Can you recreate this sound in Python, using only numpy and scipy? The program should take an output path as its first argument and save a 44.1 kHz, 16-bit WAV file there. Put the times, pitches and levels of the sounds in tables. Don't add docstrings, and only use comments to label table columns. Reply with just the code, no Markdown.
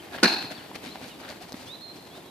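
import sys
import numpy as np
from scipy import signal
from scipy.fft import rfft, irfft
from scipy.io import wavfile

SR = 44100
rng = np.random.default_rng(int(sys.argv[2]) if len(sys.argv) > 2 else 0)


def transcribe(u):
    v = np.clip(np.atleast_2d(u).T, -1, 1)
    q = np.round(v * 32767).astype(np.int16)
    wavfile.write(sys.argv[1], SR, q)


N = 101430
T, HZ = np.arange(N) / SR, np.fft.rfftfreq(N, 1 / SR)

# (frequency [Hz], left-right correlation [-1 to 1])
PORT_LIKENESS = [(50, 0.94), (170, 0.95), (330, 0.75), (650, 0.67), (1000, 0.58), (2000, 0.24),
                 (4000, 0.55), (8000, 0.23), (13000, 0.16)]
# (frequency [Hz], left-right difference [dB])
PORT_BALANCE = [(200, 0), (700, 0), (1300, -1), (2400, 2), (4400, 3.9), (8000, 2), (14000, -4.5)]
PORT_LEAD_S, CRACK_LEAD_S = 3e-5, 5.5e-5

# (frequency [Hz], relative level [dB])
HUSH_COLOUR = [(20, -30), (40, -40), (65, -6.5), (110, -3), (200, 1), (320, 3.5), (500, -2.5), (800, -2.5),
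               (1300, -11), (2200, -11.5), (3300, -13.5), (4300, -14), (5500, -20), (9000, -22),
               (14000, -20.5), (16000, -67)]
HUSH_DB, HUSH_FADE_DB_PER_S, HUSH_GRAIN_DB, HUSH_DRIFT_DB = -45, -1.1, 1, -0.94

# (start [s], length [s], start pitch [Hz], middle pitch [Hz], end pitch [Hz],
# level at the middle pitch [dB], left-right difference [dB])
WHISTLES = [(-.02, 0.038, 3230, 3090, 3200, -46, 0), (0.538, 0.032, 4500, 4530, 4340, -48, 17),
            (0.565, 0.062, 3920, 3100, 2700, -49.5, 5), (.176, 0.029, 2850, 3074, 3270, -46, 2),
            (0.37, 0.025, 4000, 3670, 3400, -51, -3), (0.864, .075, 3500, 3990, 4200, -48, 3),
            (1.035, 0.049, 4500, 4580, 4600, -56, 6), (1.094, 0.042, 3080, 2920, 2650, -47.5, 2),
            (1.099, 0.078, 4000, 3600, 3230, -55.5, -8), (1.662, 0.1, 3200, 3710, 4170, -42.5, -7),
            (1.805, 0.12, 4233, 4180, 4137, -41.5, -6), (2.096, 0.095, 3200, 3510, 4070, -54, -3),
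            (2.232, .07, 3300, 3310, 3350, -59, -9), (2.264, 0.053, 3820, 3900, 4050, -59, -19)]
WHISTLE_EDGE_S, WHISTLE_FLUTTER_DB, WHISTLE_WAVER = .014, 1.6, .006
WHISTLE_DB_PER_KHZ = 9.5
BIRD_ECHO_DB, BIRD_T60_S = -5.5, 1.0

# (peak time [s], rise [s], fall [s], crunch level before its peak is added [dB],
# crunch centre [Hz], spray level [dB], spray left-right difference [dB])
SCUFFS = [(.05, 0.032, 0.098, -53.5, 2020, -63, -3), (0.148, 0.0048, 0.012, -41.5, 1500, -44, -2),
          (.137, 0.011, 0.0055, -45, 1480, -50.5, 3), (.166, 0.0063, 0.0062, -45, 2010, -46, -8),
          (0.188, 0.0059, .012, -40.5, 1680, -66, 0), (.435, .02, 0.028, -44.5, 2500, -45, -10),
          (0.521, 0.011, 0.011, -40.5, 1630, -42, 3), (.59, 0.027, 0.09, -48, 1540, -54, 0),
          (0.758, 0.0078, 0.0069, -41, 2200, -40, 0.5), (0.861, .022, 0.05, -45.5, 2310, -43.5, 1.5),
          (.96, 0.013, 0.018, -49, 905, -55, 0), (1.037, 0.019, 0.044, -48, 2360, -45, 1.5),
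          (1.084, 0.0054, 0.021, -56, 2820, -51.5, -20), (1.21, 0.01, 0.01, -49, 1020, -49.5, 6),
          (1.258, 0.023, 0.019, -45, 1350, -54, 0), (1.303, 0.016, 0.034, -45, 1700, -43.5, 0.5),
          (1.427, 0.0094, 0.023, -51.5, 2200, -45, 2), (1.495, 0.012, 0.013, -51, 810, -49, 2),
          (1.57, 0.013, 0.067, -53, 2260, -48.5, 0), (1.626, 0.016, 0.013, -54, 1520, -49, -3),
          (1.672, 0.0094, 0.041, -57, 2500, -48.5, 2), (1.97, 0.0087, 0.019, -57, 3000, -49, 3),
          (2.074, 0.0077, 0.0074, -49.5, 900, -52.5, 6), (2.18, 0.033, 0.014, -52, 715, -52.5, -2)]
# (frequency [Hz], relative level [dB])
CRUNCH_COLOUR = [(50, -29), (150, 3.5), (300, 4), (750, 7), (1150, -1), (1700, 1.5), (3000, -1.5),
                 (4500, -3.5), (7000, -28), (15000, -16)]
# (frequency [Hz], relative level [dB])
SPRAY_COLOUR = [(300, 12), (2000, -1.5), (4200, 7), (7000, -2.5), (10000, -4), (15000, -13.5)]
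CRUNCH_GRAIN_DB, SPRAY_GRAIN_DB = 3, 2.5
CRUNCH_Q, CRUNCH_PEAK_DB = 2.4, 3

# (time [s], level [dB], pitch [Hz], swell time [s])
THUDS = [(.1455, -30.5, 1585, 0.0014), (.1485, -31, 720, 0.0017), (.441, -32, 280, 0.0027),
         (.447, -40, 136, 0.0047), (.508, -37, 648, 0.0044), (.7142, -34.5, 925, .001),
         (.752, -41, 280, 0.0043), (0.8393, -33, 337, 0.0015), (.866, -36, 261.4, 0.0079),
         (.9565, -25.5, 790, 0.00073), (1.0142, -33.5, 576, 0.00058), (1.02, -40, 253, 0.0088),
         (1.029, -37, 400, 0.00068), (1.214, -38, 590, 0.0012), (1.297, -42, 600, 0.0065),
         (1.324, -37.5, 770, 0.0011), (1.409, -40.5, 718, 0.0048), (1.5408, -28.5, 244, 0.0023),
         (2.178, -43.5, 693, .005)]
THUD_GRIT = 0.28

# (time [s], level [dB], left-right difference [dB])
CLICKS = [(0.2016, -35, 4), (0.84, -33, 4), (0.9576, -46, 5), (1.015, -46, 0), (1.291, -34, 7),
          (1.302, -33, 9), (1.522, -27.5, 3), (1.528, -28.5, -5), (1.617, -38, 4)]
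# (frequency [Hz], relative level [dB])
CLICK_COLOUR = [(500, -2), (3000, -16), (4200, -0.5), (6500, -9.5), (9000, -21), (15000, -15)]
CLICK_RISE_S, CLICK_FALL_S = .0001, 0.00087
CANTER_ECHO_DB, CANTER_T60_S = -10.5, 0.88

# (time [s], push on the pole [dB], crack level [dB], crack dulled above [Hz])
BLOWS = [(0.228, -12.5, -29, 1200), (0.2308, 1, -12, 9000), (.2342, -5.5, -8.5, 12900),
         (0.2403, -1.5, -12, 6000), (0.2449, -3.5, -11, 6050), (0.2557, -29, -8, 2800),
         (0.2612, -11, -8.5, 1670)]
# (frequency [Hz], level before the push [dB], t60 [s])
POLE_MODES = [(197, -26, 0.086), (270, -14.5, 0.042), (369, -13.5, 0.037), (496, -24.5, 0.079),
              (786, -31, 0.24), (940, -37, 0.11), (1080, -31.5, 0.1), (1457, -17.5, 0.046),
              (1540, -38, 0.19), (1717, -26.5, 0.11), (1797, -37, 0.27)]
POLE_LOW_HZ = 178
# (frequency [Hz], relative level [dB])
CRACK_COLOUR = [(40, -42), (110, -16), (200, -24), (300, -14), (600, -0.5), (1100, -4.5), (1600, -1),
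                (2400, 3), (3200, -10.5), (4300, 5), (5500, -3), (7000, -19.5), (10500, -7.5), (15000, -38)]
# (frequency [Hz], left-right difference [dB])
CRACK_BALANCE = [(200, 2), (1300, -5), (2400, 2), (4400, 1), (8000, 21), (15000, -25)]
CRACK_RISE_S, CRACK_FALL_S = 0.00036, 0.003
# (frequency [Hz], level before the build-up [dB], t60 [s], left-right difference [dB])
STAND_MODES = [(2614, -34, 0.66, 17), (3950, -34, .35, -9), (4200, -11.5, 0.43, -1), (4200, -31, 0.26, -4),
               (4245, -18, 0.52, -3), (4550, -36, 0.27, 9)]
STAND_S, STAND_RISE_S = .2342, 0.12
# (frequency [Hz], relative level [dB])
ECHO_COLOUR = [(40, -38), (130, -19), (220, 1), (330, 2), (520, -11.5), (800, 2), (1200, -9.5), (1600, 2),
               (2050, -8), (2550, 1), (3250, -14), (3750, -4.5), (4300, 2), (5200, -9.5), (7000, -17.5),
               (12000, -22.5), (15000, -36)]
# (frequency [Hz], t60 [s])
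WOODS_T60 = [(100, 0.43), (300, 0.54), (800, 0.72), (2000, 0.58), (4300, .7), (7000, 0.41), (14000, 0.67)]
ECHO_S, ECHO_DB, ECHO_RISE_S = .236, -19.5, 0.0037
ECHO_GRAIN_DB, ECHO_CLUMP_DB = 1, 1.33

LOW_CUT_HZ, EDGE_HZ = 58, 15000


def amp(db):
    return 10 ** (np.asarray(db) / 20)


def unit(x):
    return x / np.sqrt(np.mean(x ** 2) + 1e-20)


def read(points, hz):
    f, value = np.transpose(points)
    return np.interp(np.log(hz + 1), np.log(f + 1), value)


def pan(db):
    db = np.atleast_1d(db)
    return amp(np.array([db, -db]) / 2)


def wander(hz):
    spectrum = rfft(rng.standard_normal(N)) * np.exp(-(HZ / hz) ** 2)
    return unit(irfft(spectrum, N))


def noise(colour, grain_db=0, side=PORT_BALANCE, lead_s=PORT_LEAD_S):
    grains = amp(grain_db * wander(640))
    a, b = rfft(rng.standard_normal((2, N)) * grains)
    same = np.clip(read(PORT_LIKENESS, HZ), -1, 1)
    shared, apart = np.sqrt(1 + same) * a, np.sqrt(1 - same) * b
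    delay = np.exp(-2j * np.pi * HZ * lead_s)
    ports = np.array([shared + apart, (shared - apart) * delay])
    return unit(irfft(ports * amp(read(colour, HZ)) * pan(read(side, HZ)), N))


def since(s):
    return np.maximum(T - s, 0)


def build_up(s, rise_s):
    return 1 - np.exp(-since(s) / rise_s)


def burst(s, rise_s, fall_s):
    return build_up(s, rise_s) * np.exp(-since(s) / fall_s)


def trees(x, t60):
    tail = noise([(1, 0), (SR, 0)]) * burst(0, 0.0067, t60 / np.log(1000))
    tail = tail / np.linalg.norm(tail[0])
    return signal.fftconvolve(x, tail, axes=1)[:, :N]


def hush():
    level_db = HUSH_DB + HUSH_FADE_DB_PER_S * T + HUSH_DRIFT_DB * wander(36)
    return noise(HUSH_COLOUR, grain_db=HUSH_GRAIN_DB) * amp(level_db)


def birds():
    waver = 1 + WHISTLE_WAVER * wander(109)
    flutter = amp(WHISTLE_FLUTTER_DB * wander(100))
    out = np.zeros((2, N))
    for s, length, first, middle, last, db, lr in WHISTLES:
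        u = np.clip((T - s) / length, 0, 1)
        bend = (2 * middle - first - last) * 2 * u * (1 - u)
        hz = first + (last - first) * u + bend
        gate = np.clip(np.minimum(u, 1 - u) * length / WHISTLE_EDGE_S, 0, 1)
        swell = amp(db + WHISTLE_DB_PER_KHZ * (hz - middle) / 1000)
        tone = np.sin(2 * np.pi * np.cumsum(hz * waver) / SR)
        out += swell * pan(lr) * gate * flutter * tone
    return out + amp(BIRD_ECHO_DB) * trees(out, BIRD_T60_S)


def scuffs():
    crunch = noise(CRUNCH_COLOUR, grain_db=CRUNCH_GRAIN_DB)
    spray = noise(SPRAY_COLOUR, grain_db=SPRAY_GRAIN_DB)
    out = np.zeros((2, N))
    for s, rise, fall, crunch_db, hz, spray_db, lr in SCUFFS:
        stroke = np.exp(-.5 * (np.minimum(T - s, 0) / rise) ** 2 - since(s) / fall)
        peak = signal.lfilter(*signal.iirpeak(hz, CRUNCH_Q, SR), crunch)
        body = crunch + amp(CRUNCH_PEAK_DB) * peak
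        out += stroke * (amp(crunch_db) * body + amp(spray_db) * pan(lr) * spray)
    return out


def thuds():
    grit, out = noise(CRUNCH_COLOUR), np.zeros((2, N))
    for s, db, hz, swell in THUDS:
        u = since(s) / swell
        bump = u * np.exp(1 - u)
        out += amp(db) * bump * (np.sin(2 * np.pi * hz * since(s)) + THUD_GRIT * grit)
    return out


def clicks():
    strokes = sum(amp(db) * pan(lr) * burst(s, CLICK_RISE_S, CLICK_FALL_S) for s, db, lr in CLICKS)
    return noise(CLICK_COLOUR) * strokes


def ring(s, hz, db, t60):
    out, live = np.zeros(N), slice(*np.searchsorted(T, [s, s + 2 * t60]))
    t = T[live] - s
    out[live] = amp(db - 60 * t / t60) * np.sin(2 * np.pi * hz * t)
    return out


def dulled(x, hz):
    return signal.lfilter(*signal.butter(2, min(hz, SR / 2 - 1000), fs=SR), x)


def die_away(x, s):
    hz, t, z = signal.stft(x, SR, nperseg=512)
    fade = amp(-60 * np.maximum(t - s, 0) / read(WOODS_T60, hz)[:, None])
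    return signal.istft(z * fade, SR, nperseg=512)[1][:, :N]


def pole():
    modes = sum(ring(s, hz, db + push, t60) for s, push, _, _ in BLOWS for hz, db, t60 in POLE_MODES)
    return signal.sosfilt(signal.butter(5, POLE_LOW_HZ, "high", fs=SR, output="sos"), modes)


def cracks():
    crack = noise(CRACK_COLOUR, side=CRACK_BALANCE, lead_s=CRACK_LEAD_S)
    out = np.zeros((2, N))
    for s, _, db, hz in BLOWS:
        out += amp(db) * burst(s, CRACK_RISE_S, CRACK_FALL_S) * dulled(crack, hz)
    return out


def stand():
    modes = sum(pan(lr) * ring(STAND_S, hz, db, t60) for hz, db, t60, lr in STAND_MODES)
    return modes * build_up(STAND_S, STAND_RISE_S)


def knock_echo():
    echo = die_away(noise(ECHO_COLOUR, grain_db=ECHO_GRAIN_DB), ECHO_S)
    return amp(ECHO_DB + ECHO_CLUMP_DB * wander(56)) * echo * build_up(ECHO_S, ECHO_RISE_S)


def knock():
    return pole() + cracks() + stand() + knock_echo()


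def scene():
    canter = scuffs() + thuds() + clicks()
    canter_echo = amp(CANTER_ECHO_DB) * trees(canter, CANTER_T60_S)
    return hush() + birds() + canter + canter_echo + knock()


def record(dry):
    lean = signal.lfilter(*signal.butter(2, LOW_CUT_HZ, "high", fs=SR), dry)
    rounded = lean / (1 + lean ** 8) ** (1 / 8)
    low_pass = signal.firwin(255, EDGE_HZ, window=("kaiser", 9), fs=SR)
    return signal.oaconvolve(rounded, low_pass[None], "same")


dry = scene()
out = record(dry)
transcribe(out)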